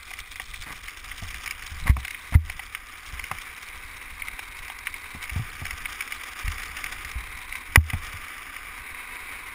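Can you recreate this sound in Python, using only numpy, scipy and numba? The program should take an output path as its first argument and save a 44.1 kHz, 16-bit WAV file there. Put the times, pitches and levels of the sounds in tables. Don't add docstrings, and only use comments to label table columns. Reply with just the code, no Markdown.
import sys
import numpy as np
from scipy import signal
from scipy.fft import rfft, irfft
from scipy.io import wavfile
from scipy.ndimage import uniform_filter1d
from numba import njit

SR = 44100
rng = np.random.default_rng(int(sys.argv[2]) if len(sys.argv) > 2 else 0)


def output_pcm(signal):
    pcm = np.clip(np.atleast_2d(signal).T, -1, 1) * 32767
    wavfile.write(sys.argv[1], SR, np.round(pcm).astype(np.int16))


N = 420713
TIME = np.arange(N) / SR
HZ = np.fft.rfftfreq(4096, 1 / SR)

# time in seconds, level in dB.
WIND_LEVEL = [(0, -50), (.6, -42), (1.0, -49.5), (1.3, -37), (1.55, -50), (1.85, -33), (2.15, -52.5),
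              (2.5, -37), (2.8, -53.5), (3.2, -42.5), (3.5, -52.5), (4.0, -44.5), (5.0, -50.5), (5.7, -40),
              (6.15, -53), (6.55, -44), (7.3, -41.5), (7.65, -49.5), (7.92, -36.5), (8.35, -52.5),
              (8.7, -45.5), (9.05, -51.5), (9.54, -47)]
GRIT_LEVEL = [(0, -47), (.2, -50.5), (.6, -45.5), (.8, -48.5), (1.15, -45.5), (2.05, -47), (2.8, -52.5),
              (3.2, -48.5), (4.6, -53), (5.6, -47.5), (6.1, -49), (6.55, -45), (7.25, -52), (7.95, -50),
              (8.6, -58), (9.54, -56.5)]
ROAR_LEVEL = [(0, -44), (.3, -46.5), (.8, -45), (1.45, -41.5), (2.05, -43), (2.8, -45), (3.15, -41.5),
              (5.0, -41), (5.5, -39.5), (6.1, -39.5), (6.75, -37), (7.45, -41), (8.1, -39), (8.65, -40),
              (9.3, -37), (9.54, -40)]
# time in seconds, depth in dB before each layer's scaling.
FLUTTER_DEPTH = [(0, 3.5), (3, 2), (6.8, 3.5), (9.54, 1.6)]
# frequency in Hz, relative level in dB.
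WIND_SPECTRUM = [(10, -4), (26, 3.5), (52, -3.5), (80, -3), (105, -17.5), (160, -19), (300, -35),
                 (700, -54)]
SCUFF_SPECTRUM = [(60, 3), (190, -1), (300, -6), (500, -10.5), (770, -5), (1150, 2.5), (1400, -3.5),
                  (2100, 6), (2800, -10), (4000, -15.5), (6000, -18)]
KNOCK_SPECTRUM = [(60, -8), (150, 2.5), (230, -6.5), (340, -15.5), (560, -20), (770, -6), (1000, -19),
                  (2000, -32), (5000, -46)]
DRONE_SPECTRUM = [(100, -24.5), (190, -10), (255, 2), (340, -2.5), (450, -2), (600, -7.5), (900, -24),
                  (2000, -50)]
GRIT_SPECTRUM = [(300, -12), (900, -14), (2200, -6.5), (3200, 0.5), (5000, 3.5), (6000, 15)]
# centre in Hz, half-width in Hz, relative gain in dB.
CASE_RESONANCES = [(760, 51, -11.5), (1025, 102, -11.5), (1198, 116, -2.5), (1542, 185, -4.5),
                   (2022, 256, -1), (2247, 190, -1), (2830, 560, -3), (3485, 526, -3.5), (5135, 930, -14.5)]
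# frequency in Hz, relative level in dB, 60 dB decay time in seconds.
CRACK_MODES = [(980, -19, 0.023), (1122, -12, 0.019), (1240, -13.5, 0.018), (1594, -9, 0.015),
               (1992, 2.5, 0.012), (2340, -5.5, 0.014), (2910, -9, 0.012), (3430, -27, 0.0038),
               (5000, -4, 0.0032)]
# frequency in Hz, level against the swing in dB, 60 dB decay time in seconds.
WALL_MODE = (229, -21.5, 0.1)
# start in seconds, length in seconds, level in dB.
SCUFFS = [(.655, 0.091, -39), (1.856, 0.068, -28.5), (2.323, 0.014, -35.5), (2.337, .024, -29)]
# start in seconds, level at the loudest in dB,
# dull part and sharp part in dB against the main note.
TICKS = [(.112, -33.5, -3, -11), (.189, -29.5, -17, -10), (.398, -24, -5, -15), (.541, -30, -29, -22),
         (1.115, -29, -21, -25), (1.343, -29.5, -12, -8), (1.46, -27, -17, -5), (1.476, -27, -20, -8),
         (1.509, -22.5, -27, -6), (1.868, -30, -4, -19), (1.967, -21, 7, -14), (2.049, -28.5, -20, -13),
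         (2.08, -28, -28, -11), (2.107, -28.5, -22, -10), (2.146, -27.5, -27, -25), (2.498, -25, -12, -13),
         (2.594, -27, -6, -20), (2.749, -21, -23, -15), (3.194, -26.5, -10, -12), (3.24, -27, -20, -10.5),
         (3.314, -20.5, 10, -9), (4.22, -24, -26, -26), (4.283, -25, -20, -20), (4.392, -26.5, -6, -14),
         (4.681, -29.5, -9, -10), (4.7, -27.5, -3, -20), (4.788, -34.5, -19, -3), (4.87, -19, -28, -21),
         (4.941, -28, -21, -15), (5.295, -26.5, -14, -13), (5.653, -26.5, -7.5, -8.5),
         (5.708, -25, -19, -8), (5.856, -22.5, -26, -18), (6.007, -22, -35, -11), (6.122, -23.5, -22, -11),
         (6.479, -26, -25, -11), (6.633, -32, -16, 2), (6.769, -27, -28, -9), (6.841, -23, -28, -7),
         (6.862, -27, -25, -13), (7.048, -28.5, -22, -9), (7.525, -25.5, -25, -32),
         (7.554, -24.5, -19, -17), (7.901, -24, -18, -11.5), (7.933, -26.5, -4, -18),
         (8.564, -29, -25, -14)]
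# start in seconds, swing level in dB, swing frequency in Hz, knock level in dB.
BUMPS = [(1.222, -24.5, 88, -36.5), (1.715, -27.5, 70.4, -51), (1.856, -24, 65.4, -33),
         (1.895, 1, 64.5, -31), (1.967, -24, 110, -30), (2.323, -24, 70, -29), (2.351, 4.5, 79, -28),
         (3.13, -28, 59.5, -49), (3.311, -31.5, 81, -34), (5.149, -31.5, 78.4, -34.5),
         (5.315, -25, 59, -46), (5.359, -16, 86, -31.5), (5.393, -16.5, 116, -39),
         (5.616, -23.5, 79, -32.5), (6.443, -21, 40.2, -52), (6.475, -19.5, 75.6, -44),
         (7.155, -21.5, 56.4, -47), (7.773, 5, 78.3, -27), (7.932, -16.5, 85, -28.5),
         (8.138, -30.5, 91, -44)]
# start in seconds, level in dB.
HARDEST_JOLT = (7.7584, 8.5)
# time in seconds, pose from 0 (looking down) to 1 (looking ahead).
HEAD_TILT = [(0, 0), (1.7, 0.1), (1.98, 0.85), (2.25, 0.87), (2.55, 0), (2.9, 0), (3.5, 0.37), (3.85, 0.88),
             (5.15, 1), (5.4, 0.035), (6.98, 0), (7.2, 0.93), (7.6, 1), (7.82, 0.046), (8.62, 0),
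             (8.85, 0.97), (9.54, 0.91)]
# time in seconds, share of the roadside pose from 0 to 1.
HEAD_TURN = [(0, 0.94), (.58, 0.93), (.85, 0.33)]
# centre in Hz, half-width in Hz, gain in dB.
POSE_AHEAD = [(980, 125, 9), (1250, 140, -2.5), (2180, 180, 4), (2590, 74, 5), (2930, 150, -2.5),
              (3470, 130, -11.5), (3800, 200, 5), (5200, 190, -3)]
POSE_DOWN = [(920, 110, 1), (1230, 71, 1.5), (1740, 150, 1.5), (2120, 71, -4), (2600, 75, -2),
             (2900, 210, 2.5), (3140, 150, 0.5), (4100, 330, -14.5), (4980, 710, 5.5)]
POSE_ASIDE = [(1700, 280, -2.5), (2210, 89, -3), (2430, 95, 6), (2830, 160, -5), (3580, 430, 2.5),
              (4310, 75, 4), (4800, 150, 2.5)]

DRONE_BELOW_ROAR_DB, PEBBLES_BELOW_GRIT_DB = 19.5, 7.5
TICK_HZ, DULL_TICK_HZ = 2230, 1830
CHATTER_RISE_S, CHATTER_T60_S, PING_RISE_S, PING_DB = .001, .019, .0018, -7
RATTLES_PER_S, RATTLE_OVER_GRIT_DB, RATTLE_SPREAD_DB = 4, 14.5, 5.5
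SWING_CYCLES = 13.2
LIMIT_DB, FALL_DB_PER_S, HOLD_S, RECOVERY_DB_PER_S = -15.5, 810, .029, 170
CONVERTER_HZ, INPUT_CUTOFF_HZ, OUTPUT_CUTOFF_HZ = 12000, 6050, 15600


def gain_of(db):
    return 10 ** (np.asarray(db) / 20)


def unit_rms(x):
    return x / np.sqrt(np.mean(x ** 2) + 1e-20)


def curve(rows):
    return np.interp(TIME, *np.transpose(rows))


def spectrum(points):
    hz, db = np.transpose(points)
    return gain_of(np.interp(np.log(HZ + 1), np.log(hz), db))


def resonance(hz, width):
    return 1 / (1 + ((HZ - hz) / width) ** 2)


def case_response():
    return np.sqrt(sum((gain_of(db) * resonance(hz, width)) ** 2 for hz, width, db in CASE_RESONANCES))


def coloured(x, gain):
    log_gain = np.log(np.maximum(np.r_[gain, gain[-2:0:-1]], 1e-5))
    response = np.exp(np.conj(signal.hilbert(log_gain)))
    taps = irfft(response[:len(gain)])
    return unit_rms(signal.oaconvolve(x, taps)[:len(x)])


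def wander(low_hz, high_hz):
    hz = np.fft.rfftfreq(N, 1 / SR)
    band = hz / (hz + low_hz) / (1 + (hz / high_hz) ** 2)
    return unit_rms(irfft(rfft(rng.standard_normal(N)) * band, N))


def grains(per_s, spread_db):
    size = gain_of(spread_db * np.minimum(rng.exponential(1, N), 4.5))
    return size * rng.choice([-1, 1], N) * (rng.random(N) < per_s / SR)


def add(mix, start_s, sound):
    part = mix[round(start_s * SR):][:len(sound)]
    part += sound[:len(part)]


def wind():
    eddies = rng.standard_normal(N) * gain_of(3.2 * wander(low_hz=2.8, high_hz=15))
    return coloured(eddies, spectrum(WIND_SPECTRUM)) * gain_of(curve(WIND_LEVEL))


def pebbles():
    t = np.arange(512) / SR
    pings = np.zeros(N)
    for when, pitch, size in rng.random((450, 3)):
        ring = np.sin(2 * np.pi * (2400 + 3000 * pitch) * t) * gain_of(-60 * t / .013)
        add(pings, when * N / SR, ring * gain_of(9.6 * size ** 3 - 6 * pitch))
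    return unit_rms(pings) * gain_of(curve(GRIT_LEVEL) - PEBBLES_BELOW_GRIT_DB)


def scuff(length_s, db):
    slips = grains(per_s=1500, spread_db=2.5)[:SR // 4]
    rub = coloured(slips, spectrum(SCUFF_SPECTRUM))[:round(length_s * SR)]
    return gain_of(db) * unit_rms(rub * signal.windows.tukey(len(rub), .4))


def tick(db, dull_db, sharp_db):
    t = np.arange(4096) / SR
    envelope = (1 - np.exp(-t / CHATTER_RISE_S)) * gain_of(-60 * t / CHATTER_T60_S)
    chatter = unit_rms(rng.standard_normal(len(t)) * envelope)
    blow = unit_rms(signal.unit_impulse(len(t))) + 2.3 * chatter
    note_hz = np.interp(gain_of(dull_db), [0, 1], [TICK_HZ, DULL_TICK_HZ])
    ping_hz = note_hz * rng.uniform(.94, 1.04)
    ping = t * np.exp(-t / PING_RISE_S) * np.sin(2 * np.pi * ping_hz * t)
    case = case_response()
    sound = coloured(blow, case * resonance(note_hz, 820))
    sound += gain_of(PING_DB) * unit_rms(ping)
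    sound += gain_of(dull_db) * coloured(blow, case * resonance(820, 380))
    sound += gain_of(sharp_db) * coloured(blow, case * resonance(5380, 830))
    loudest_rms = np.sqrt(uniform_filter1d(sound ** 2, size=128).max())
    return gain_of(db) * sound / loudest_rms


def rattles():
    out, grit_db = np.zeros(N), curve(GRIT_LEVEL)
    for when, size in rng.random((round(RATTLES_PER_S * N / SR), 2)):
        db = grit_db[int(when * N)] + RATTLE_OVER_GRIT_DB + RATTLE_SPREAD_DB * (2 * size - 1)
        add(out, when * N / SR, tick(db, dull_db=-22, sharp_db=-8.5))
    return out


def boom(db, hz, knock_db):
    t = np.arange(SR // 2) / SR
    wall_hz, wall_db, wall_t60 = WALL_MODE
    swing_envelope = (1 - np.exp(-(t / .0043) ** 2.4)) * gain_of(-60 * t * hz / SWING_CYCLES)
    swing = swing_envelope * np.sin(2 * np.pi * hz * t)
    flex_envelope = (1 - np.exp(-t / .0048)) * gain_of(wall_db - 60 * t / wall_t60)
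    flex = flex_envelope * np.sin(2 * np.pi * wall_hz * t)
    knock = coloured(rng.standard_normal(len(t)), spectrum(KNOCK_SPECTRUM))
    knock *= gain_of(knock_db - 60 * t / .086)
    return gain_of(db) * (swing - flex) + knock


def crack(db):
    t = np.arange(4096) / SR
    return sum(gain_of(db + mode_db - 60 * t / t60) * np.sin(2 * np.pi * hz * t)
               for hz, mode_db, t60 in CRACK_MODES)


def posed(x, gain, pose):
    echo_db = sum(db * np.exp(-((HZ - hz) / width) ** 2) for hz, width, db in pose)
    return coloured(x, gain * gain_of(echo_db))


def past_helmet(x, gain):
    ahead, aside = curve(HEAD_TILT), curve(HEAD_TURN)
    forward = ahead * posed(x, gain, POSE_AHEAD) + (1 - ahead) * posed(x, gain, POSE_DOWN)
    return unit_rms((1 - aside) * forward + aside * posed(x, gain, POSE_ASIDE))


def wheels():
    bite_db = curve(FLUTTER_DEPTH) * wander(low_hz=.7, high_hz=44)
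    stone_hits = grains(per_s=9000, spread_db=2) * gain_of(.66 * bite_db)
    roar = past_helmet(stone_hits, case_response() * spectrum([(2300, 5.5), (3200, -7), (5000, -2)]))
    grit_hits = grains(per_s=2200, spread_db=4.5)
    grit_hits *= gain_of(1.33 * bite_db + 3 * wander(low_hz=1.2, high_hz=29.8))
    grit = past_helmet(grit_hits, case_response() * spectrum(GRIT_SPECTRUM))
    drone = coloured(rng.standard_normal(N) * gain_of(.5 * bite_db), spectrum(DRONE_SPECTRUM))
    rolling = roar + drone * gain_of(-DRONE_BELOW_ROAR_DB)
    return rolling * gain_of(curve(ROAR_LEVEL)) + grit * gain_of(curve(GRIT_LEVEL))


def scene():
    mix = wheels() + pebbles() + wind()
    for events, source in (TICKS, tick), (BUMPS, boom), (SCUFFS, scuff), ([HARDEST_JOLT], crack):
        for start_s, *settings in events:
            add(mix, start_s, source(*settings))
    mix += rattles()
    return np.array([mix, mix])


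@njit
def gain_control(x, limit, fall_db_per_s, hold_s, recovery_db_per_s):
    out, cut_db, last_over = np.zeros(len(x)), 0., 0
    for i in range(len(x)):
        out[i] = x[i] * 10 ** (-cut_db / 20)
        if abs(out[i]) > limit:
            cut_db, last_over = cut_db + fall_db_per_s / SR, i
        elif i - last_over > hold_s * SR:
            cut_db = max(cut_db - recovery_db_per_s / SR, 0.)
    return out


def record(dry):
    ducked = gain_control(dry.mean(0), gain_of(LIMIT_DB), FALL_DB_PER_S, HOLD_S, RECOVERY_DB_PER_S)
    overloaded = np.clip(ducked, -1, 1)
    narrow = signal.oaconvolve(overloaded, signal.firwin(161, INPUT_CUTOFF_HZ, fs=SR), "same")
    samples = np.clip(signal.resample_poly(narrow, CONVERTER_HZ, SR), -.97, .97)
    held = signal.resample_poly(np.repeat(samples, 4), SR, 4 * CONVERTER_HZ)[:N]
    lowpass = signal.firwin(255, OUTPUT_CUTOFF_HZ, window=("kaiser", 8), fs=SR)
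    out = signal.oaconvolve(held, lowpass, "same")
    return np.array([out, out])


dry = scene()
out = record(dry)
output_pcm(out)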